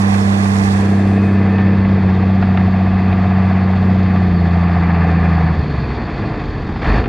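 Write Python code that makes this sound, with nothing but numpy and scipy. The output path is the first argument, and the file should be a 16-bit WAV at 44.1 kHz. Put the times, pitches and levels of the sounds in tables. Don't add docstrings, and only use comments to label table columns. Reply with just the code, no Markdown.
import sys
import numpy as np
from scipy import signal
from scipy.fft import rfft, irfft
from scipy.io import wavfile

SR = 44100
rng = np.random.default_rng(int(sys.argv[2]) if len(sys.argv) > 2 else 0)


def put_to_file(sound):
    columns = np.atleast_2d(sound).T
    safe = np.clip(columns, -1, 1)
    whole_steps = np.round(safe * 32767)
    wavfile.write(sys.argv[1], SR, whole_steps.astype(np.int16))


N = 312360
TIME = np.arange(N) / SR
BIN_HZ = np.maximum(np.fft.rfftfreq(N, 1 / SR), 1)
SHUT_AT_S, RUN_DOWN_S = 5.485, 1.0


def from_db(db):
    return 10 ** (np.asarray(db) / 20)


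def unit_rms(x):
    return x / np.sqrt(np.mean(x ** 2) + 1e-20)


def curves(rows):
    times_s, *columns = np.transpose(rows)
    return [np.interp(TIME, times_s, column) for column in columns]


def ramp(start_s, length_s):
    return np.clip((TIME - start_s) / length_s, 0, 1)


def drift(rate_hz):
    slow = np.convolve(rng.standard_normal(4000), np.hanning(9), "valid")
    return np.interp(TIME * rate_hz * 4, np.arange(len(slow)), unit_rms(slow))


def coloured(x, spectrum):
    hz, db = np.transpose(spectrum)
    octaves_out = np.abs(np.log2(BIN_HZ / np.clip(BIN_HZ, hz[0], hz[-1])))
    gain = from_db(np.interp(np.log(BIN_HZ), np.log(hz), db) - 48 * octaves_out)
    return unit_rms(irfft(rfft(x) * gain, N))


def resonate(x, modes):
    out = 0
    for k, (hz, width_hz, db) in enumerate(modes):
        radius = np.exp(-np.pi * width_hz / SR)
        forward = np.array([1, 0, -1]) * (1 - radius ** 2) / 2
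        feedback = [1, -2 * radius * np.cos(2 * np.pi * hz / SR), radius ** 2]
        out += (-1) ** k * from_db(db) * signal.lfilter(forward, feedback, x + 1e-18)
    return out


def butter(x, hz, kind, order=2):
    return signal.sosfilt(signal.butter(order, hz, kind, fs=SR, output="sos"), x)


def chatter(crank, repeat, steps=2400):
    step = np.floor(crank / 6 * steps).astype(int)
    recurring = rng.standard_normal(steps)[step % steps] * (np.diff(step, prepend=step[0]) > 0)
    return np.sqrt(repeat) * unit_rms(recurring) + np.sqrt(1 - repeat) * rng.standard_normal(N)


def throb(crank, depth_db, lag):
    return from_db(depth_db * np.cos(2 * np.pi * (crank - lag)))


def blip(lag_s=0, at_s=6.8, attack_s=.06, hold_s=.105, release_s=.085):
    start_s = at_s + lag_s
    return ramp(start_s, attack_s) - ramp(start_s + attack_s + hold_s, release_s)


# (time [s], firing rate [Hz])
PULLING_SPEED = [(0, 98.92), (0.3, 98.95), (0.8, 98.39), (1.2, 97.93), (1.5, 96.79), (1.9, 96.73),
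                 (2.1, 93.51), (2.33, 95.51), (2.62, 93.56), (2.8, 94.2), (3.97, 93.72), (4.25, 91.5),
                 (4.42, 85.59), (4.6, 86.74), (4.8, 86.17), (5.25, 83.05), (5.5, 81.81)]

def firing_rate_hz(slows_at_s=5.53, idle_hz=22, blip_adds_hz=21.73):
    pulling_hz, = curves(PULLING_SPEED)
    momentum = np.exp(-np.maximum(TIME - slows_at_s, 0) / RUN_DOWN_S)
    return idle_hz + (pulling_hz - idle_hz) * momentum + blip_adds_hz * np.cumsum(blip()) / blip().sum()


def lugging_hz():
    pulling_hz, = curves(PULLING_SPEED)
    return pulling_hz.max() - pulling_hz


THROTTLE_RESPONSE = {"chugs": (-50, -27.5, 3, -27), "boom": (-2.5, -30, 1.5, -24),
                     "ring": (-7, -51, -7.5, -38), "knock": (2, -29.5, 0.5, -20),
                     "gears": (-46, -46, 1.1, -38.5), "whir": (-55.5, -46.5, 6, -43),
                     "chassis": (-28.5, -26.5, -4, -19), "flutter": (-24.5, -23.5, 5.5, -36)}
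THROTTLE_LAG_S = {"boom": .025, "gears": .005, "whir": .02, "chassis": .03, "flutter": .03}

def part_db(part, effort_db=0, shut_takes_s=.11):
    pulling_db, shut_db, fade_db_per_s, blip_db = THROTTLE_RESPONSE[part]
    lag_s = THROTTLE_LAG_S.get(part, 0)
    coast_db = shut_db - fade_db_per_s * np.maximum(TIME - SHUT_AT_S, 0)
    shut, push = ramp(SHUT_AT_S + lag_s, shut_takes_s), blip(lag_s)
    db = (1 - shut) * (pulling_db + effort_db) + shut * coast_db
    return (1 - push) * db + push * blip_db


def wide_share(hold_s=.71, fade_db_per_s=45.5):
    return from_db(-fade_db_per_s * np.maximum(TIME - hold_s, 0))


# (time [s], firing tone [dB], octave [dB])
COASTING_NOTE = [(5.53, -14, -9), (5.555, -23, -36), (5.595, -13, -24), (5.645, -32, -30), (5.69, -19, -23),
                 (5.8, -23, -25), (5.87, -25.5, -25), (6.15, -31.5, -37), (6.35, -36, -46),
                 (6.52, -31, -29.5), (6.75, -35, -36)]

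def note_db(tone_db=-15.5, octave_db=-14.5, blip_tone_db=-14.5, blip_octave_db=-24.5):
    pulling = tone_db - .9 * wide_share(), octave_db - .1269 * lugging_hz()
    shut, push = ramp(COASTING_NOTE[0][0], .02), blip(lag_s=.038)
    states = zip(pulling, curves(COASTING_NOTE), (blip_tone_db, blip_octave_db))
    return [(1 - push) * ((1 - shut) * pull_db + shut * coast_db) + push * blip_db
            for pull_db, coast_db, blip_db in states]


# (order [x cycle rate], level re boom [dB], change with lugging [dB/Hz])
UNEVEN_ORDERS = [(10, -5.5, .1), (14, -.5, .4), (16, -10, -.1), (18, -1.5, -1.8), (20, -.5, -.6),
                 (22, -13, .6), (24, -13, -.1), (26, -9.5, -.7), (28, -7.5, -.4)]

def drone(crank, boom_db, loaded_db=-17, octave_lag_rad=1.8):
    tone_db, octave_db = note_db()
    phase = 2 * np.pi * crank
    out = from_db(tone_db + .1 * drift(6.2)) * np.cos(phase)
    out += from_db(octave_db + .5 * drift(20)) * np.cos(2 * phase - octave_lag_rad)
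    lines_db = boom_db + np.minimum(octave_db - loaded_db, 0)
    for order, db, lug_db_per_hz in UNEVEN_ORDERS:
        gain = from_db(lines_db + db + lug_db_per_hz * lugging_hz() + .43 * drift(1))
        out += gain * np.cos(order * phase / 6 + 2 * np.pi * rng.random() + .34 * drift(3.2))
    return np.sqrt(2) * out


# (frequency [Hz], relative density [dB])
CHASSIS_SPECTRUM = [(15, -23.5), (30, -4), (50, 1.5), (85, 3), (130, -3), (200, -2.5), (250, -4), (350, -9),
                    (600, -35)]
# (frequency [Hz], relative density [dB])
FLUTTER_SPECTRUM = [(56, -17.5), (85, -6.5), (130, -0.5), (200, -6), (240, -6.5), (290, -38)]

def rumble(stubble_db=-7.5):
    ground_db = stubble_db * (1 - ramp(start_s=.43, length_s=1.5))
    chassis_db = part_db("chassis", ground_db) + 1.9 * drift(6)
    chassis = from_db(chassis_db) * coloured(rng.standard_normal(N), CHASSIS_SPECTRUM)
    flutter = from_db(part_db("flutter", ground_db)) * coloured(rng.standard_normal(N), FLUTTER_SPECTRUM)
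    return chassis + flutter


# (frequency [Hz], relative gain [dB])
PIPE_SPECTRUM = [(600, -20), (650, -14), (672, -2), (703, 2), (738, 0), (765, -8), (850, -20), (950, -24),
                 (1045, -22), (1078, -6.5), (1110, -20), (1148, -14), (1174, -2), (1200, -14), (1225, -13),
                 (1320, -30)]

def bark(crank, rate_hz, lag_firings=2.35, even_db=-5, rings_on_hz=1000):
    hz, db = np.transpose(PIPE_SPECTRUM)
    phase = 2 * np.pi * (crank - lag_firings + .006 * drift(12)) / 6
    out = 0
    for order in range(38, 92):
        line_hz = order * rate_hz / 6
        gain = from_db(np.interp(line_hz, hz, db, left=-60, right=-60) + even_db * (order % 2 == 0))
        scatter = 2 * np.pi * rng.random() * (np.median(line_hz) > rings_on_hz)
        out += gain * np.cos(order * phase + scatter)
    return unit_rms(out) * from_db(.5 * drift(25))


# (frequency [Hz], relative density [dB])
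BOOM_SPECTRUM = [(180, -26), (250, -5.5), (315, -2), (370, -5.5), (435, 2), (500, -5), (620, -9.5),
                 (720, -21), (900, -43.5)]

def boom(crank):
    return coloured(chatter(crank, repeat=.37) * throb(crank, depth_db=3.2, lag=.17), BOOM_SPECTRUM)


CYLINDER_STRENGTH_DB = [-1.5, -4.5, 4, -4.5, -2.5, 1]

def puffs(crank, lag_firings=.35):
    strength = from_db(np.interp(crank - lag_firings, np.arange(6), CYLINDER_STRENGTH_DB, period=6))
    return unit_rms(coloured(rng.standard_normal(N), PIPE_SPECTRUM) * strength)


# (frequency [Hz], relative density [dB])
BLOCK_SPECTRUM = [(600, -3.5), (740, 4), (860, -0.5), (980, -1.5), (1150, 0), (1300, -5.5), (1520, -7),
                  (1720, -5), (1870, -6), (2050, -7), (2300, -11.5), (2580, -13), (2750, -19.5),
                  (2950, -22.5)]
# (frequency [Hz], width [Hz], gain [dB])
BONNET_MODES = [(1667, 80, 1), (1795, 35, 4), (2020, 40, -2.5), (2420, 24, -1), (2547, 11, 2),
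                (2726, 31, -5.5)]

def knock(crank, boom_db):
    swing_db = -1 + 1.5 * ramp(SHUT_AT_S, RUN_DOWN_S)
    force = throb(crank, swing_db, lag=.17) * from_db(.88 * drift(70))
    block = coloured(chatter(crank, repeat=.33) * force, BLOCK_SPECTRUM)
    panels = resonate(chatter(crank, repeat=.71) * force, BONNET_MODES)
    panel_db = -10 + .73 * (boom_db - boom_db.mean())
    return block + from_db(panel_db) * unit_rms(butter(panels, [1400, 2900], "band"))


# (time [s], boom and puffs [dB], knock [dB])
CLATTER_TRIM = [(5.5, 0.5, 1), (5.6, 0.5, -2.5), (5.85, 1, 0), (6.1, -1.5, 1), (6.27, 4.5, 0.5),
                (6.42, 0.5, 0.5), (6.48, -0.5, -3.5), (6.55, -1, 0), (6.65, 1, -2), (6.8, -0.5, -0.5),
                (6.86, 0.5, -1.5)]

def clatter(crank, boom_db, ring_db, knock_db, puff_re_ring_db=-12):
    low_db, high_db = curves(CLATTER_TRIM)
    return (from_db(boom_db + low_db) * boom(crank)
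            + from_db(ring_db + low_db + puff_re_ring_db) * puffs(crank)
            + from_db(knock_db + high_db) * knock(crank, boom_db + low_db))


# (frequency [Hz], relative density [dB])
GEAR_SPECTRUM = [(2600, -2), (2900, -8), (3200, 0.5), (3650, 2), (3950, -6), (4300, -3), (4850, -5),
                 (5150, -10), (5600, -15.5), (7300, -21.5), (8200, -35.5), (9500, -36), (11000, -51)]

def gears(crank, width):
    teeth = chatter(crank, repeat=.1) * throb(crank, depth_db=1.5, lag=.021) * from_db(1.1 * drift(60))
    return from_db(part_db("gears", -1.5 * width)) * coloured(teeth, GEAR_SPECTRUM)


# (frequency [Hz], width [Hz], gain [dB])
CASING_MODES = [(4320, 200, 2), (4720, 220, -2)]

def whir(lug_db_per_hz=.345):
    casing = resonate(rng.standard_normal(N) * from_db(1.5 * drift(50)), CASING_MODES)
    level_db = part_db("whir", lug_db_per_hz * lugging_hz())
    return from_db(level_db) * unit_rms(butter(casing, [4000, 5000], "band"))


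# (frequency [Hz], relative density [dB])
JET_SPECTRUM = [(2800, -5.5), (4500, -4.5), (5700, 0), (7500, -4.5), (9000, -5), (10500, -10.5),
                (12000, -18), (13700, -25)]

def jet(crank, width, level_db=-34):
    gas = rng.standard_normal(N) * throb(crank, depth_db=1.5, lag=.12) * from_db(1.3 * drift(40))
    return np.array([np.zeros(N), from_db(level_db) * width ** .75 * coloured(gas, JET_SPECTRUM)])


# (frequency [Hz], relative density [dB])
HIGH_HISS_SPECTRUM = [(9000, -10), (11000, -8.5), (12500, 3), (14000, -5.5)]

def high_hiss(crank, re_octave_db=-58):
    _, octave_db = note_db()
    noise = rng.standard_normal(N) * throb(crank, depth_db=1, lag=.1)
    return from_db(octave_db + re_octave_db) * coloured(noise, HIGH_HISS_SPECTRUM)


# (time [s], peak before panning [dB])
FITTING_HITS = [(0.144, -17.5), (0.456, -17.5), (0.557, -20), (0.652, -21), (1.583, -17), (1.849, -18),
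                (2.424, -14), (2.573, -12), (3.127, -19), (3.733, -16), (4.06, -18), (4.159, -19),
                (4.454, -19), (4.944, -17), (5.903, -21), (6.69, -21), (6.76, -21), (6.817, -17),
                (6.844, -18), (6.858, -15), (7.039, -17), (7.057, -17.5)]
# (frequency [Hz], width [Hz], gain [dB])
CLACK_MODES = [(760, 120, 13.5), (1270, 540, 7.5), (1690, 700, 6.5), (2630, 520, 0.5), (3460, 1700, -10)]

def clacks(width, crack_s=.0045, tail_s=.016, tail_gain=.34, left_bias_db=7.5):
    out = np.zeros(N + SR)
    age_s = np.arange(SR // 10) / SR
    envelope = np.exp(-age_s / crack_s) + tail_gain * np.exp(-age_s / tail_s)
    for at_s, db in FITTING_HITS:
        contact = rng.choice([-1, 1], len(age_s)) * envelope
        hit = butter(resonate(contact, CLACK_MODES), [550, 3600], "band", order=4)
        start = int(at_s * SR)
        out[start:start + len(hit)] += from_db(db) * hit / np.abs(hit).max()
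    return out[:N] * from_db(left_bias_db * np.array([width, -width]) / 2)


# (time [s], length [s], frequency [Hz], level [dB])
SQUEAK_TONES = [(0.2, 0.035, 5200, -46), (4.355, 0.03, 4480, -49), (4.382, 0.022, 4260, -46),
                (6.74, 0.11, 4850, -55)]
# (time [s], length [s], frequency [Hz], level [dB])
LOOSE_PANEL_TONES = [(1.1, 0.3, 2530, -43), (1.48, 0.22, 2528, -43), (1.22, 0.7, 1788, -40)]

def singing(tones, waver_hz, flicker_db):
    out = 0
    for at_s, length_s, hz, db in tones:
        swell = np.sqrt(np.abs(np.sin(np.pi * ramp(at_s, length_s))))
        phase = 2 * np.pi * np.cumsum(hz + waver_hz * drift(120)) / SR
        out += np.sqrt(2) * swell * from_db(db + flicker_db * drift(35)) * np.sin(phase)
    return out


# (time [s], peak [dB])
LOW_THUDS = [(5.128, -21), (6.69, -11.5), (7.056, -7.5), (7.073, -9)]
# (frequency [Hz], width [Hz], gain [dB])
LOW_THUD_MODES = [(106, 64, -2), (222, 65, -1.2), (300, 120, 0.98), (424, 80, 1)]

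def thuds(pulse_s=.0016):
    out = np.zeros(N + SR)
    age_s = np.arange(SR // 10) / SR
    thud = butter(resonate(np.exp(-age_s / pulse_s), LOW_THUD_MODES), 710, "low")
    for at_s, db in LOW_THUDS:
        start = int(at_s * SR)
        out[start:start + len(thud)] += from_db(db) * thud / np.abs(thud).max()
    return out[:N]


# (frequency [Hz], width [Hz], gain [dB])
CHUG_MODES = [(104, 48, -2.5), (166, 48, 2), (223, 38, -2.5), (310, 50, -5)]

def chugs(crank):
    firing = np.floor(crank + .2 + .017 * drift(60)).astype(int)
    strength = from_db(np.array(CYLINDER_STRENGTH_DB)[firing % 6] + rng.standard_normal(N))
    pulses = unit_rms((np.diff(firing, prepend=firing[0]) > 0) * strength)
    silencer = butter(resonate(pulses, CHUG_MODES), [60, 450], "band")
    return from_db(part_db("chugs")) * unit_rms(silencer)


def rev_knock(crank, rate_hz, gain_db=-17, decay_s=.0043):
    age_s = (crank - .3) % 1 / rate_hz
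    cracks = rng.standard_normal(N) * np.exp(-age_s / decay_s)
    return from_db(gain_db) * blip() * np.std(cracks) * coloured(cracks, BLOCK_SPECTRUM)


def spread(hum, near, far, split_hz=600):
    low, high = butter(near, split_hz, "low"), butter(near, split_hz, "high")
    left = from_db(-2.5) * hum + from_db(3) * low + from_db(3.5) * high + from_db(-1.5) * far
    right = from_db(.86) * hum + from_db(-12) * low - from_db(11.5) * high
    return np.array([left, right])


# (time [s], boom [dB], pipe ring [dB], knock [dB])
PULLING_EFFORT = [(0, -31, -39, -35), (0.699, -31.5, -42, -35.5), (0.999, -25.5, -27, -34),
                  (1.55, -25, -34.5, -32.0), (2.3, -28, -27, -33), (3.5, -30.5, -25.5, -30.5),
                  (3.9, -27.5, -28, -33), (4.25, -27.5, -27, -32.5), (4.38, -27.5, -29, -34),
                  (4.6, -29.5, -26.5, -31), (4.95, -28, -26, -28), (5.151, -25, -28, -29),
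                  (5.38, -29.5, -28, -28), (5.5, -29.5, -37, -30)]

def scene():
    rate_hz = firing_rate_hz()
    crank = np.cumsum(rate_hz) / SR
    width = wide_share()
    boom_db, ring_db, knock_db = map(part_db, ("boom", "ring", "knock"), curves(PULLING_EFFORT))
    hum = drone(crank, boom_db) + rumble() + chugs(crank)
    stack = from_db(ring_db + 2.5) * bark(crank, rate_hz)
    near, far = [stack + clatter(crank, boom_db, ring_db, knock_db) + gears(crank, width) + whir()
                 for _ in range(2)]
    centred = (1 - width) * hum + np.sqrt(1 - width ** 2) * far + rev_knock(crank, rate_hz) + thuds()
    panels = singing(LOOSE_PANEL_TONES, waver_hz=6, flicker_db=-2.5)
    squeaks = singing(SQUEAK_TONES, waver_hz=91, flicker_db=2)
    bodywork = panels + squeaks + clacks(width)
    return width * spread(hum, near, far) + jet(crank, width) + centred + high_hiss(crank) + bodywork


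def record(dry):
    return signal.sosfilt(signal.cheby2(12, 70, 15700, fs=SR, output="sos"), dry)


dry = scene()
out = record(dry)
put_to_file(out)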